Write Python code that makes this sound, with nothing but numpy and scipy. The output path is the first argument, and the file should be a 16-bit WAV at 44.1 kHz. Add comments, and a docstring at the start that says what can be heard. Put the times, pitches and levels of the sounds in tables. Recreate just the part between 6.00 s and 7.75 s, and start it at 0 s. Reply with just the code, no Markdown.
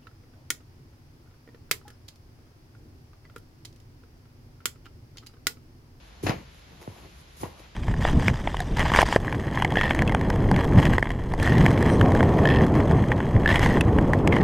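"""A low hum and faint room hiss come first; then a car floor mat drops and slaps on a concrete garage floor.
A hand ticks on its edge, it is pulled off the pile and lands aside, close to a hand-held stereo microphone.
Thumps are waves of falling pitch, slaps and ticks ring the mat's modes, drags and fibre rub are dense grains.
Feedback delays give the garage's echo; shaped noise makes the hum and hiss."""
import sys
import numpy as np
from scipy import signal
from scipy.fft import rfft, irfft, next_fast_len
from scipy.io import wavfile

SR = 44100
rng = np.random.default_rng(int(sys.argv[2]) if len(sys.argv) > 2 else 0)


def dump_mix(stems):
    """Bounce the given channels to the path in sys.argv[1] as a 16-bit WAV at rate SR."""
    frames = np.atleast_2d(stems).T  # one column per channel
    limited = np.clip(frames, -1, 1)  # hard clip at full scale
    pcm = np.round(limited * 32767).astype(np.int16)
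    wavfile.write(sys.argv[1], SR, pcm)


N = 77175

# Bending thumps of the rubber backing; level is before rise and fade, pitch starts this far above THUMP_END_HZ:
# start_s [s], level_db [dB], pitch_above_end_hz [Hz], glide_s [s], rise_s [s], fade_s [s]
BENDING_THUMPS = [(.2343, -5, 330, .05, .008, .0035), (.2402, -22, 100, .01, .002, .022),
                  (.2464, -28, 230, .1, .002, .012), (.2950, -13, 300, .006, .002, .007),
                  (.8759, -27.5, 1400, .0028, .0002, .016), (1.4326, -20, 950, .015, .0004, .003),
                  (1.4361, -27, 950, .004, .0004, .009), (1.4380, -33, 20, .01, .002, .03)]
# The backing slaps down, level before SLAP_TRIM_DB:
# start_s [s], level_db [dB], brightness_db [dB per octave about 2 kHz]
BACKING_SLAPS = [(.2650, -26, 2), (.2672, -15, 2), (.2705, -16, 1), (.2755, -21, 1), (.2798, -23, 0),
                 (.2875, -16.5, 1.5), (.2941, -14, 2.5), (.3030, -22, 0), (.3085, -21, -1),
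                 (.3195, -26, -2), (.3330, -28, -1), (1.4325, -30, -6), (1.4780, -40, 3)]
# Light ticks on the edge binding, and from 1.047 s to 1.064 s dull knocks of the mat scuffing as it drags;
# level before TICK_TRIM_DB: # start_s [s], level_db [dB], brightness_db [dB per octave about 2 kHz]
TICKS_AND_KNOCKS = [(.5450, -50, 3), (.5945, -50, 3), (.7198, -48, 0), (.8149, -41, -.5), (.8204, -43, 1.5),
                    (.8280, -39.5, .5), (.8358, -46, 1), (.9830, -47, 0), (1.0340, -52, -5), (1.0470, -54, -5),
                    (1.0560, -54, -5), (1.0640, -55, -5), (1.3700, -49, 3), (1.5963, -42, 1), (1.5986, -46, 0)]
# Modes of the mat on concrete: pitch_hz [Hz], level_db [dB]
MAT_MODES = [(330, 0), (440, -2), (630, -4), (850, -5), (1040, -5), (1500, -6), (1940, -2), (2550, -4),
             (3900, -6), (5200, -5), (6500, -7), (8500, -11), (10500, -8), (13500, -12)]
# Backing drags and flaps: time_s [s], low_flapping_db [dB], dull_scuff_db [dB], gritty_scuff_db [dB]
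DRAG_LEVELS = [(0, -68, -63, -65.5), (.222, -56, -61.5, -68), (.236, -37.5, -46.5, -49.5),
               (.258, -31.5, -48, -56), (.268, -40, -24, -29), (.282, -56, -38, -34),
               (0.292, -36, -29, -36), (.298, -30, -30, -32), (.312, -45, -29.5, -37.5),
               (.33, -48.5, -40.5, -44), (.37, -46.5, -54.5, -52), (.43, -51, -57.5, -62),
               (.49, -59.5, -75, -65), (.7, -57, -77, -68), (.73, -48.5, -60, -82), (.78, -57.5, -65, -84),
               (.82, -56, -50, -70), (.86, -56, -56, -66), (.9, -74, -55, -60), (.95, -58, -54.5, -67),
               (.98, -50, -49.5, -58.5), (1.02, -55, -60, -62), (1.04, -54, -53.5, -62),
               (1.065, -54, -54, -62), (1.09, -55, -72, -65), (1.3, -66.5, -75, -70), (1.39, -57, -70, -76),
               (1.41, -45.5, -48, -54), (1.428, -37.5, -51.5, -61), (1.436, -52, -39.5, -45.5),
               (1.456, -42.5, -38.5, -55.5), (1.49, -49, -53, -59), (1.56, -65, -56, -72),
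               (1.592, -59, -52, -55), (1.6, -49, -50, -61), (1.615, -52, -58, -62), (1.65, -56, -61, -56),
               (1.75, -60.5, -80, -96)]
# Spectrum of the low flapping: frequency_hz [Hz], relative_density_db [dB per Hz]
FLAP_SPECTRUM = [(30, -3), (55, 1.5), (110, 4), (200, -5), (350, -10), (600, -29.5), (1500, -36)]
# Spectrum of the dull scuff: frequency_hz [Hz], relative_density_db [dB per Hz]
DULL_SPECTRUM = [(150, -37), (300, -18.5), (450, -1), (700, 1.5), (1050, 4), (1300, -5.5), (2500, -41)]
# Spectrum of the gritty scuff: frequency_hz [Hz], relative_density_db [dB per Hz]
GRIT_SPECTRUM = [(600, -17), (1300, -2), (2200, -2), (2900, -4), (4000, -10), (6500, -16.5), (8500, -57),
                 (16000, -63)]
# Pile fibres rub, level before RUB_TRIM_DB: time_s [s], level_db [dB]
RUB_LEVELS = [(0, -83), (.082, -73.5), (.112, -81.5), (.226, -79), (.229, -56.5), (.242, -52.5), (.27, -56),
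              (.306, -56.5), (.316, -64.5), (.4, -75), (.46, -81.5), (.57, -73), (.598, -76), (.628, -80),
              (.79, -78), (.822, -66.5), (.85, -70.5), (1.0, -71), (1.144, -76), (1.208, -68.5),
              (1.24, -78), (1.282, -78.5), (1.364, -72), (1.372, -62.5), (1.395, -63), (1.415, -54),
              (1.45, -61), (1.49, -70), (1.55, -77.5), (1.6, -67.5), (1.63, -74), (1.75, -87)]
# Spectrum of the fibre rub: frequency_hz [Hz], relative_density_db [dB per Hz]
RUB_SPECTRUM = [(1500, -30), (3000, 1), (6500, 4), (10500, 8.5), (12000, 2), (13500, -6), (16000, -14)]
# Spectrum of hum and room hiss: frequency_hz [Hz], relative_density_db [dB per Hz]
ROOM_SPECTRUM = [(28, -56), (40, -2.5), (52, 6.5), (65, 4), (80, 4.5), (100, -21.5), (120, -9), (150, -3),
                 (220, -15), (450, -16), (1000, -18), (2200, -20), (4000, -21.5), (6500, -29), (11500, -42),
                 (13500, -88), (16000, -61)]
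# Left-right likeness of diffuse sound: frequency_hz [Hz], likeness [-1 to 1]
DIFFUSE_LIKENESS = [(60, 0.96), (130, 0.98), (290, 0.65), (640, -0.18), (1400, -0.22), (3100, 0.34),
                    (7000, -0.0037)]
# Stereo treble, how much of the right channel is put in the left:
# frequency_hz [Hz], right_share [0 to 1], left_phase_lead [half turns]
TREBLE_STEREO = [(7100, 0, 1), (7700, 1, 1), (9450, 1, 1), (9900, .7, .8), (12100, .7, .2), (12500, 1, 0)]

GLIDE_POWER, THUMP_END_HZ = 2.5, 88
RING_CYCLES, RING_MIN_S = 11, .003  # together the time a mode takes to fall 60 dB
STRIKE_SPREAD_DB, SLAP_CONTACT_S, TICK_CONTACT_S = 3.0, .001, .0003
SLAP_TRIM_DB, TICK_TRIM_DB, SLAP_SOFT_HZ = -9.5, -5, 6500
DRAG_GRAINS_PER_S, DRAG_GRAIN_DB = 9000, 2.5
RUB_GRAINS_PER_S, RUB_GRAIN_DB, RUB_TRIM_DB = 30000, 1.5, 10
LEFT_LAG_S = .00043  # the mat lies nearer the right port
LEFT_DB, DIRECT_SHARE = 0.2, 0.54  # the right port gets -LEFT_DB; the share is of power
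GARAGE_T60_S, GARAGE_DB, WALL_CUT_HZ = 0.3, -17, 5000  # T60 before the walls' treble loss
ROOM_TONE_DB = -50.5
BASS_CUT_HZ, CUTOFF_HZ = 36, 16250

HZ = np.fft.rfftfreq(N, 1 / SR) + 1  # 1 Hz up, so that its logarithm exists


def thumps():
    """Each is a wave whose pitch falls fast, then slowly, as it fades: high bending waves arrive first."""
    out = np.zeros(N)
    for start_s, level_db, above_end_hz, glide_s, rise_s, fade_s in BENDING_THUMPS:
        t = np.maximum(np.arange(N) / SR - start_s, 0)
        pitch_hz = THUMP_END_HZ + above_end_hz / (1 + t / glide_s) ** GLIDE_POWER
        phase = 2 * np.pi * np.cumsum(pitch_hz * (t > 0)) / SR
        envelope = (1 - np.exp(-t / rise_s)) * np.exp(-t / fade_s)
        out += amp(level_db) * envelope * np.sin(phase)
    return later_at_left(out)


def slaps():
    """Blows of the backing ring the mat; soft rubber contact dulls them."""
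    soft = signal.butter(2, SLAP_SOFT_HZ, fs=SR, output="sos")
    blows = signal.sosfilt(soft, strikes(BACKING_SLAPS, SLAP_TRIM_DB, SLAP_CONTACT_S))
    blows[0] = np.roll(blows[0], int(LEFT_LAG_S * SR))
    return blows


def drag():
    """One stream of grit and fibre catches drives the mat's low, middle and upper ranges."""
    catches = grains(DRAG_GRAINS_PER_S, DRAG_GRAIN_DB)
    out = np.zeros((2, N))
    for level_db, spectrum in zip(in_time(DRAG_LEVELS), (FLAP_SPECTRUM, DULL_SPECTRUM, GRIT_SPECTRUM)):
        out += amp(level_db) * nearby(colour(catches, spectrum))
    return out


def ticks():
    """Short contacts ring the mat: a hand's ticks on the edge binding, and a few dull knocks as the mat scuffs
    along."""
    return strikes(TICKS_AND_KNOCKS, TICK_TRIM_DB, TICK_CONTACT_S)


def rub():
    """Pile fibres hiss: dense small catches, drawn separately for left and right."""
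    hiss = colour(grains(RUB_GRAINS_PER_S, RUB_GRAIN_DB), RUB_SPECTRUM)
    return amp(in_time(RUB_LEVELS)[0] + RUB_TRIM_DB) * hiss


def garage(x):
    """Eight feedback delays a side, duller on every round."""
    size = next_fast_len(N + SR)
    w = 2 * np.pi * np.fft.rfftfreq(size)  # radians per sample
    wall = 1 / (1 + 1j * w * SR / (2 * np.pi * WALL_CUT_HZ))
    lags = rng.uniform(.008, .03, (2, 8, 1)) * SR
    loop = amp(-60 * lags / SR / GARAGE_T60_S) * wall * np.exp(-1j * w * lags)
    signs = rng.choice([-1, 1], (2, 8, 1))
    response = (loop / (1 - loop) * signs).sum(axis=1)  # all rounds of each loop
    return irfft(rfft(x, size) * response, size)[:, :N]


def room_tone():
    """Steady noise shaped into a low hum and hiss, spread across left and right."""
    noise = rng.standard_normal((2, N))
    return amp(ROOM_TONE_DB) * diffuse(colour(noise, ROOM_SPECTRUM))


def strikes(events, trim_db, contact_s):
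    """Every blow rings the mat's modes, spread over the contact time, with strengths of its own at each port."""
    start_s, level_db, tilt_db = np.transpose(events)
    draws = rng.standard_normal((len(start_s), len(MAT_MODES), 3))
    late_s = contact_s * rng.random((len(start_s), len(MAT_MODES)))
    out = np.zeros((2, N))
    for k, (hz, mode_db) in enumerate(MAT_MODES):
        strength = np.sign(draws[:, k, 2]) * amp(STRIKE_SPREAD_DB * draws[:, k, :2].T)
        blow_db = level_db + trim_db + mode_db + tilt_db * np.log2(hz / 2000)
        clicks = np.full((2, N), 1e-18)
        clicks[:, ((start_s + late_s[:, k]) * SR).astype(int)] = strength * amp(blow_db)
        r = amp(-60 / ((RING_MIN_S + RING_CYCLES / hz) * SR))  # decay per sample
        w = 2 * np.pi * hz / SR
        out += signal.lfilter([0, np.sin(w)], [1, -2 * r * np.cos(w), r * r], clicks)
    return out


def grains(per_s, spread_db):
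    """Two rows of dense random clicks of uneven size."""
    sizes_db = spread_db * np.minimum(rng.exponential(1, (2, N)), 5)
    sizes = amp(sizes_db) * rng.choice([-1, 1], (2, N))
    return sizes * (rng.random((2, N)) < per_s / SR)


def later_at_left(x):
    """The farther left port hears the same wave later, by whole samples."""
    return np.array([np.roll(x, int(LEFT_LAG_S * SR)), x])


def nearby(pair):
    """Part of the sound is the same at both ports, reaching the left one later."""
    n = np.arange(N)
    same = np.array([np.interp(n - LEFT_LAG_S * SR, n, pair[0]), pair[0]])
    return np.sqrt(DIRECT_SHARE) * same + np.sqrt(1 - DIRECT_SHARE) * diffuse(pair[::-1])


def diffuse(pair):
    """Two unrelated signals become left and right, alike in the bass."""
    alike = np.clip(at_hz(DIFFUSE_LIKENESS, HZ), -1, 1)
    mid, side = rfft(pair)
    common = np.sqrt(.5 + alike / 2) * mid
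    opposed = np.sqrt(.5 - alike / 2) * side
    return irfft(common + opposed * [[1], [-1]], N)


def colour(x, spectrum):
    """Filters x by the spectrum; rms 1."""
    return rms_one(irfft(rfft(x) * amp(at_hz(spectrum, HZ)), N))


def amp(db):
    """Decibels become an amplitude factor."""
    return 10 ** (np.asarray(db) / 20)


def rms_one(x):
    """Scales x to an rms of 1 over all its rows."""
    return x / np.sqrt(np.mean(x ** 2) + 1e-20)


def in_time(rows):
    """Draws straight lines in dB between the rows, one curve a column."""
    time_s, *columns = np.transpose(rows)
    return [np.interp(np.arange(N) / SR, time_s, column) for column in columns]


def at_hz(points, hz):
    """Reads a table at any frequency, linear over log frequency."""
    point_hz, values = np.array(points).T
    return np.interp(np.log(hz), np.log(point_hz), values)


def scene():
    """The mat close by, its echo in the garage, and the room tone beneath."""
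    mat = thumps() + slaps() + drag() + ticks() + rub()
    echo = amp(GARAGE_DB) * diffuse(garage(mat.mean(axis=0)))
    return mat * amp([[LEFT_DB], [-LEFT_DB]]) + echo + room_tone()


def record(dry):
    """Left treble is partly a phase-turned copy of the right: opposite near 8 to 9 kHz, in phase at 12.5 kHz.

    Deep bass and the very top are cut."""
    left, right = rfft(dry)
    hz, share, turns = np.transpose(TREBLE_STEREO)
    share, turns = np.interp(HZ, hz, share), np.interp(HZ, hz, turns)
    turned_right = right * np.exp(1j * np.pi * turns)
    left = share * turned_right + np.sqrt(1 - share ** 2) * left
    pair = irfft(np.array([left, right]), N)
    pair = signal.sosfilt(signal.butter(2, BASS_CUT_HZ, "high", fs=SR, output="sos"), pair)
    return signal.sosfilt(signal.cheby2(16, 70, CUTOFF_HZ, fs=SR, output="sos"), pair)


dry = scene()
out = record(dry)
dump_mix(out)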